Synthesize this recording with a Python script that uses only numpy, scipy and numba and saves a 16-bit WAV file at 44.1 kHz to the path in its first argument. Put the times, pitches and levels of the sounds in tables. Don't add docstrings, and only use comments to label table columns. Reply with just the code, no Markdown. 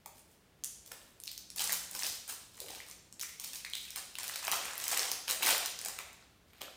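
import sys
import numpy as np
from scipy import signal
from scipy.fft import rfft, irfft, next_fast_len
from scipy.io import wavfile
from scipy.ndimage import uniform_filter1d
from numba import njit

SR = 44100
rng = np.random.default_rng(int(sys.argv[2]) if len(sys.argv) > 2 else 0)


def wav_out(sig):
    wavfile.write(sys.argv[1], SR, np.round(np.clip(np.atleast_2d(sig).T, -1, 1) * 32767).astype(np.int16))


N = 298116
TIME = np.arange(N) / SR
TOP_HZ = 16100
EDGE_HZ = 12200

# (climax [s], build-up [s], fade [s], level of the taut film [dB], slack body relative to it [dB])
CRUMPLES = [(.19, 0.046, 0.029, -67, -21), (.31, 0.017, .06, -73.5, -12),
            (.646, 0.0063, 0.0067, -55.5, -34), (.861, 0.0054, 0.043, -57, -5.5),
            (0.917, 0.0066, 0.011, -50.5, -5.5), (1.085, 0.017, .03, -72, 2), (1.27, .08, 0.1, -75, -35),
            (1.61, 0.051, 0.17, -39.5, -12), (1.725, 0.032, .035, -41, -9),
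            (1.955, 0.037, 0.037, -49, -6.5), (2.05, 0.093, .11, -42.5, -13.5),
            (2.299, 0.024, 0.055, -44.5, -10), (2.605, 0.068, 0.078, -57, -8.5),
            (2.715, 0.057, 0.12, -52, -7.5), (2.885, 0.037, 0.064, -56, -11),
            (3.229, 0.029, 0.032, -46.5, -19.5), (3.45, .055, 0.088, -50, -15),
            (3.55, 0.024, 0.056, -47.5, -17), (3.76, 0.049, 0.33, -55, -33),
            (3.972, 0.018, 0.042, -43.5, -11), (4.189, .015, 0.057, -45.5, -9.5),
            (4.24, .025, 0.47, -48.5, -10.5), (4.45, 0.033, 0.055, -49.5, -1),
            (4.53, .014, 0.052, -37, -9.5), (4.62, 0.052, 0.48, -51, -1), (4.83, .04, 0.11, -44.5, -11.5),
            (4.924, 0.03, 0.044, -36, -9), (5.0, 0.1, 0.17, -42.5, -6.5), (5.30, 0.026, 0.051, -37.5, -7.5),
            (5.5, 0.089, 0.058, -31.5, -6), (5.65, 0.034, 0.082, -46, -16), (5.87, 0.094, 0.16, -54, -6),
            (5.996, 0.013, 0.03, -51.5, 0), (6.21, 0.029, 0.062, -67, -3), (6.56, 0.092, 0.17, -69, -10),
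            (6.615, 0.0084, .02, -48, -5)]
# (time [s], facet pitch [Hz], slack sheet pitch [Hz], crease level relative to the facets [dB])
LOOSENING = [(0, 9050, 700, 4), (1.1, 7050, 754, -2), (1.7, 7950, 1280, -10), (2.3, 7400, 1160, -3),
             (2.7, 6560, 730, -9), (3.4, 8160, 1100, -4), (4.3, 5700, 1340, -12), (5, 5860, 1155, -9),
             (5.5, 5520, 920, -4), (5.9, 4670, 980, -20), (6.7, 3940, 800, -7)]


def undb(db):
    return 10 ** (np.asarray(db) / 20)


def unit(x):
    return x / np.sqrt(np.sum(x ** 2) + 1e-18)


def on_log_axis(hz, points):
    f, value = np.transpose(points)
    return np.interp(np.log(np.maximum(hz, 1)), np.log(f), value)


def colour(x, points):
    size = next_fast_len(len(x))
    hz = np.arange(size // 2 + 1) * SR / size
    gain = undb(on_log_axis(hz, points))
    return irfft(rfft(x, size) * gain, size)[:len(x)]


def blow(db):
    return undb(db) * np.sqrt(SR / 1000)


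@njit
def ring(start, hz, cycles, size, count):
    out = np.zeros(count)
    for k in range(len(start)):
        tau = cycles[k] * SR / hz[k]
        pole = np.exp(2j * np.pi * hz[k] / SR - 1 / tau)
        phase = -2 * np.arctan(2 * np.pi * cycles[k])
        z = size[k] * np.sqrt(8 / tau) * np.exp(1j * phase)
        first = max(int(start[k] * SR), 0)
        for i in range(min(int(9 * tau), count - first)):
            out[first + i] += z.imag * i / tau
            z *= pole
    return out


def facets(start, size, hz, cycles):
    side, damping = rng.random((len(start), 2)).T
    signed_size = size * np.sign(side - .5)
    return ring(start, np.clip(hz, SR / 400, TOP_HZ), cycles * (.5 + damping), signed_size, N)


def splinters(start, size, low_hz, octaves, cycles, spread_s, count):
    late, pitch = rng.random((len(start), 2, count)).transpose(1, 0, 2)
    steps = (np.arange(count) + pitch) / count
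    hz = np.reshape(low_hz, (-1, 1)) * 2 ** (np.reshape(octaves, (-1, 1)) * steps)
    when = start[:, None] + spread_s * late ** 2
    sizes = np.repeat(size / np.sqrt(count), count)
    rings = np.repeat(np.broadcast_to(cycles, start.shape), count)
    return facets(when.ravel(), sizes, hz.ravel(), rings)


def air(level_db=-65.5):
    # (frequency [Hz], relative density [dB])
    spectrum = [(25, -21), (38, -9), (53, 1), (90, -3), (145, -6), (250, -8), (400, -10), (600, -13.5),
                (1000, -17.5), (3000, -21), (8000, -29), (12000, -30), (15000, -32.5)]
    noise = colour(rng.standard_normal(N), spectrum)
    return unit(noise) * np.sqrt(N) * undb(level_db)


def hum(waver_db=2, count=60):
    # (time [s], pitch [Hz], level before the waver [dB])
    course = [(.3, 181.6, -85), (.65, 174.3, -71.5), (.9, 179, -95), (1.4, 192, -81), (1.7, 180.5, -65.5),
              (1.85, 175.8, -73), (2, 178.7, -69.5), (2.2, 177.4, -80)]
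    s, hz, db = np.transpose(course)
    waver = np.interp(TIME, np.linspace(0, TIME[-1], count), rng.standard_normal(count))
    phase = 2 * np.pi * np.cumsum(np.interp(TIME, s, hz)) / SR
    return np.sqrt(2) * np.sin(phase) * undb(np.interp(TIME, s, db) + waver_db * waver)


def knocks(octave_cycles=0.73, spread_s=0.00417):
    # (time [s], level [dB], centre pitch [Hz], ring length [cycles])
    touches = [(.059, -43.5, 850, 0.65), (.917, -44, 870, .4), (2.614, -40, 503, 1.2),
               (2.641, -43.5, 536, 1.1), (2.70, -43.5, 697, 1.1), (2.76, -50, 720, 1.04),
               (3.971, -45, 1000, 0.63), (4.481, -31.5, 950, .6), (4.532, -27.5, 938, 0.82),
               (4.928, -34.5, 950, 0.59), (5.407, -37, 800, .6), (5.469, -28, 1430, .7),
               (6.613, -43, 785, 0.54), (6.68, -46, 1140, .6)]
    start, db, hz, cycles = np.array(touches, float).T
    octaves = octave_cycles / cycles
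    low_hz = hz * 2 ** (-octaves / 2)
    return splinters(start, blow(db), low_hz, octaves, cycles, spread_s, count=5)


def snaps(ring_cycles=0.58, purer_per_db=0.03, ring_db=-3.5, splinter_db=-2.0, splinter_share=0.41, body_db=-5):
    # (time [s], level [dB], ring pitch [Hz], splintering: edge relative to level [dB])
    buckles = [(.0595, -48.5, 2430, 1.5), (.0605, -47, 7500, 4), (.638, -27.5, 6400, -13.5),
               (.645, -32.5, 8700, 2), (.9165, -42.5, 2270, -3), (.919, -38.5, 7640, -2),
               (1.2013, -49.5, 7300, 7.5), (1.2367, -43.5, 5300, 4), (1.2574, -44, 5600, -5),
               (1.2724, -38.5, 5230, -7), (1.2776, -29, 4330, -17), (1.3153, -42.5, 5300, 5.5),
               (1.378, -39, 5500, -0.5), (1.5026, -39.5, 5240, -5), (1.5832, -31, 4500, -8),
               (1.595, -27.5, 2970, -14), (1.6188, -34.5, 4630, 3), (1.6952, -29, 2020, -9),
               (1.7222, -30.5, 7600, 7.5), (1.7289, -30, 6100, 5.5), (1.912, -50.5, 7500, 13.5),
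               (1.9505, -32, 4870, -1.5), (1.993, -33.5, 6160, -5), (2.0336, -24.5, 5300, -20),
               (2.0652, -32, 4560, -5), (2.6029, -35.5, 5940, -2), (2.8028, -39, 2200, -13),
               (2.9126, -40.5, 6450, -7), (3.126, -41, 7300, -13), (3.196, -41, 4040, 0),
               (3.2025, -37.5, 5430, -13), (3.2126, -29, 5740, -12), (3.233, -36.5, 2060, -9),
               (3.294, -47, 2100, -4), (3.3984, -35, 5850, -5), (3.4457, -34, 7440, -8),
               (3.5325, -40, 4900, -1), (3.648, -31.5, 2200, -18), (3.6497, -33, 4030, -16),
               (3.6991, -45, 6900, -3), (3.735, -26.5, 3750, -19), (3.7528, -28, 3970, -12),
               (3.9054, -40.5, 5600, 1.5), (3.96, -34, 4100, 0.5), (4.154, -37, 3280, -5),
               (4.186, -35.5, 7800, -3), (4.2324, -33.5, 4680, 0), (4.28, -32.5, 5520, -5),
               (4.3585, -32.5, 4050, -1), (4.47, -34, 5600, -4), (4.4798, -28.5, 2500, -4),
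               (4.5159, -24.5, 5900, -4), (4.5214, -27, 4500, -1.5), (4.6539, -34, 2370, -2),
               (4.7792, -40, 7300, 8.5), (4.8006, -37, 4700, -6), (4.84, -31, 7600, -0.5),
               (4.8809, -31.5, 5960, 4), (4.9746, -31, 7140, 7), (4.9938, -21.5, 5570, -18),
               (5.0307, -29.5, 4240, -7), (5.116, -28, 5800, 1.5), (5.28, -29, 3070, -3),
               (5.3102, -32.5, 8100, 8.5), (5.4245, -29, 2400, -13), (5.4308, -26.5, 3600, -7),
               (5.4624, -30.5, 3570, 5), (5.5802, -34.5, 4100, 8.5), (5.6597, -30, 5700, -1),
               (5.7903, -33.5, 5300, -7), (5.8142, -34.5, 7700, -5), (5.849, -34.5, 7650, 1),
               (5.8598, -29, 7900, -11), (5.885, -31.5, 7340, -4), (5.9886, -35.5, 2540, -3),
               (6.13, -52, 7050, -1), (6.614, -47, 2660, -4)]
    start, db, hz, edge = np.array(buckles, float).T
    climax, _, _, _, slack = np.transpose(CRUMPLES)
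    main_cycles = ring_cycles * np.exp(-purer_per_db * edge)
    main = ring(start, hz, main_cycles, blow(db + ring_db), N)
    low_hz = 0.66 * hz
    octaves = np.log2(11400 / low_hz)
    film_size = blow(db + splinter_db + splinter_share * edge)
    film = splinters(start, film_size, low_hz, octaves, 0.46, .0014, count=5)
    edges = splinters(start, blow(db + edge), 9380, 0.55, 0.45, 0.0014, count=3)
    sheet_size = blow(db + np.interp(start, climax, slack) + body_db)
    sheet = splinters(start, sheet_size, 416, 2.92, 0.32, 0.00161, count=3)
    return main + film + edges + sheet


def strain(when, build_db=10, fade_db=16, settle_db=-16, settle_db_per_s=60, roundness=1.295):
    taut, loose = 0, 0
    for climax, build_s, fade_s, db, slack_db in CRUMPLES:
        before, after = np.maximum(climax - when, 0), np.maximum(when - climax, 0)
        rise = undb(-build_db * (before / build_s) ** roundness) * (before < build_s)
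        fade = undb(-fade_db * (after / fade_s) ** roundness)
        settling = undb(settle_db - settle_db_per_s * after)
        level = undb(db) * rise * np.maximum(fade, settling)
        taut = taut + level ** 2
        loose = loose + (level * undb(slack_db)) ** 2
    return np.sqrt(taut), np.sqrt(loose)


def crumples(scatter_db=5.0, slip_rate=150, slip_db=3.5, own_db=2.0, film_octaves=0.801, body_octaves=0.76,
             count=26000, size=150):
    when = (np.arange(count) + rng.random(count)) * TIME[-1] / count
    slips = rng.standard_normal(count)[(when * slip_rate).astype(int)]
    strength = scatter_db * np.minimum(rng.exponential(size=count), 5) + slip_db * slips
    weight = undb(strength + own_db * rng.standard_normal((3, count)))
    nearby_energy = uniform_filter1d(weight ** 2, size, axis=1)
    share = weight * np.sqrt(N / count / nearby_energy)
    detune = np.clip(rng.standard_normal((3, count)), -2, 2)
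    taut, loose = strain(when)
    s, *columns = np.transpose(LOOSENING)
    film_hz, body_hz, edge = (np.interp(when, s, column) for column in columns)
    ceiling_hz = 9000 * 2 ** (0.21 * detune[2])
    pitch = np.minimum(film_hz * 2 ** (film_octaves * detune[1]), ceiling_hz)
    sheet = facets(when, share[0] * loose, body_hz * 2 ** (body_octaves * detune[0]), 0.51)
    film = facets(when, share[1] * taut, pitch, 0.49)
    creases = facets(when, share[2] * taut * undb(edge), EDGE_HZ * 2 ** (0.3 * detune[2]), 1.1)
    return sheet + film + creases


def ticks(tick_db=7, loudest_db=-35, scatter_db=4.0, edge_db=-3, film_octaves=0.57, count=240):
    place, chance, detune = rng.random(count), rng.standard_normal(count), rng.standard_normal(count)
    when = place * TIME[-1]
    taut, _ = strain(when)
    size = np.minimum(blow(tick_db + scatter_db * chance) * taut, blow(loudest_db))
    s, film_hz, _, _ = np.transpose(LOOSENING)
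    hz = np.interp(when, s, film_hz) * 2 ** (film_octaves * detune - .5)
    film = facets(when, size, hz, 0.48)
    creases = facets(when, size * undb(edge_db), np.full(count, EDGE_HZ), 0.74)
    return film + creases


def response(tail_db=-1.0, build_s=0.0053, count=10):
    # (delay [s], level [dB])
    echoes = [(.0010, -5.5), (.0073, -15), (.0115, -38), (.0145, -10.5), (0.02, -16)]
    # (frequency [Hz], time to fall 60 dB [s])
    room_t60 = [(200, 0.51), (600, 0.7), (1500, 0.62), (4000, 0.76), (8000, 0.63), (15000, 0.32)]
    t = TIME[:SR]
    hz = np.arange(SR // 2 + 1)
    noise = rfft(rng.standard_normal(SR))
    centres = np.geomspace(room_t60[0][0], room_t60[-1][0], count)
    tail = 0
    for centre, share in zip(centres, np.eye(count)):
        band = irfft(noise * on_log_axis(hz, np.c_[centres, share]), SR)
        tail = tail + band * np.exp(-np.log(1000) * t / on_log_axis(centre, room_t60))
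    build = 1 - np.exp(-(t / build_s) ** 2)
    out = unit(tail * build) * undb(tail_db)
    out[0] += 1
    for delay, db in echoes:
        jittered = abs(delay + .0003 * rng.standard_normal())
        out[int(jittered * SR)] += undb(db)
    return out


def room(dry, count=5):
    facing = (TIME / .023).astype(int) % count
    return sum(signal.fftconvolve(dry * (facing == k), response())[:N] for k in range(count))


def scene():
    # (frequency [Hz], gain [dB])
    mic = [(100, -4), (400, -1), (800, -0.5), (1500, 1.5), (3000, 0.5), (5500, -0.5), (9600, 0.5),
           (10600, -3.5), (13200, -3.5), (14500, 8), (16000, -11)]
    wrap = snaps() + crumples() + ticks() + knocks()
    heard = colour(room(wrap), mic) * undb(0.5)
    return (heard + air() + hum())[None]


def record(dry):
    low_pass = signal.ellip(10, .2, 70, TOP_HZ, fs=SR, output="sos")
    return signal.sosfilt(low_pass, dry)


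dry = scene()
out = record(dry)
wav_out(out)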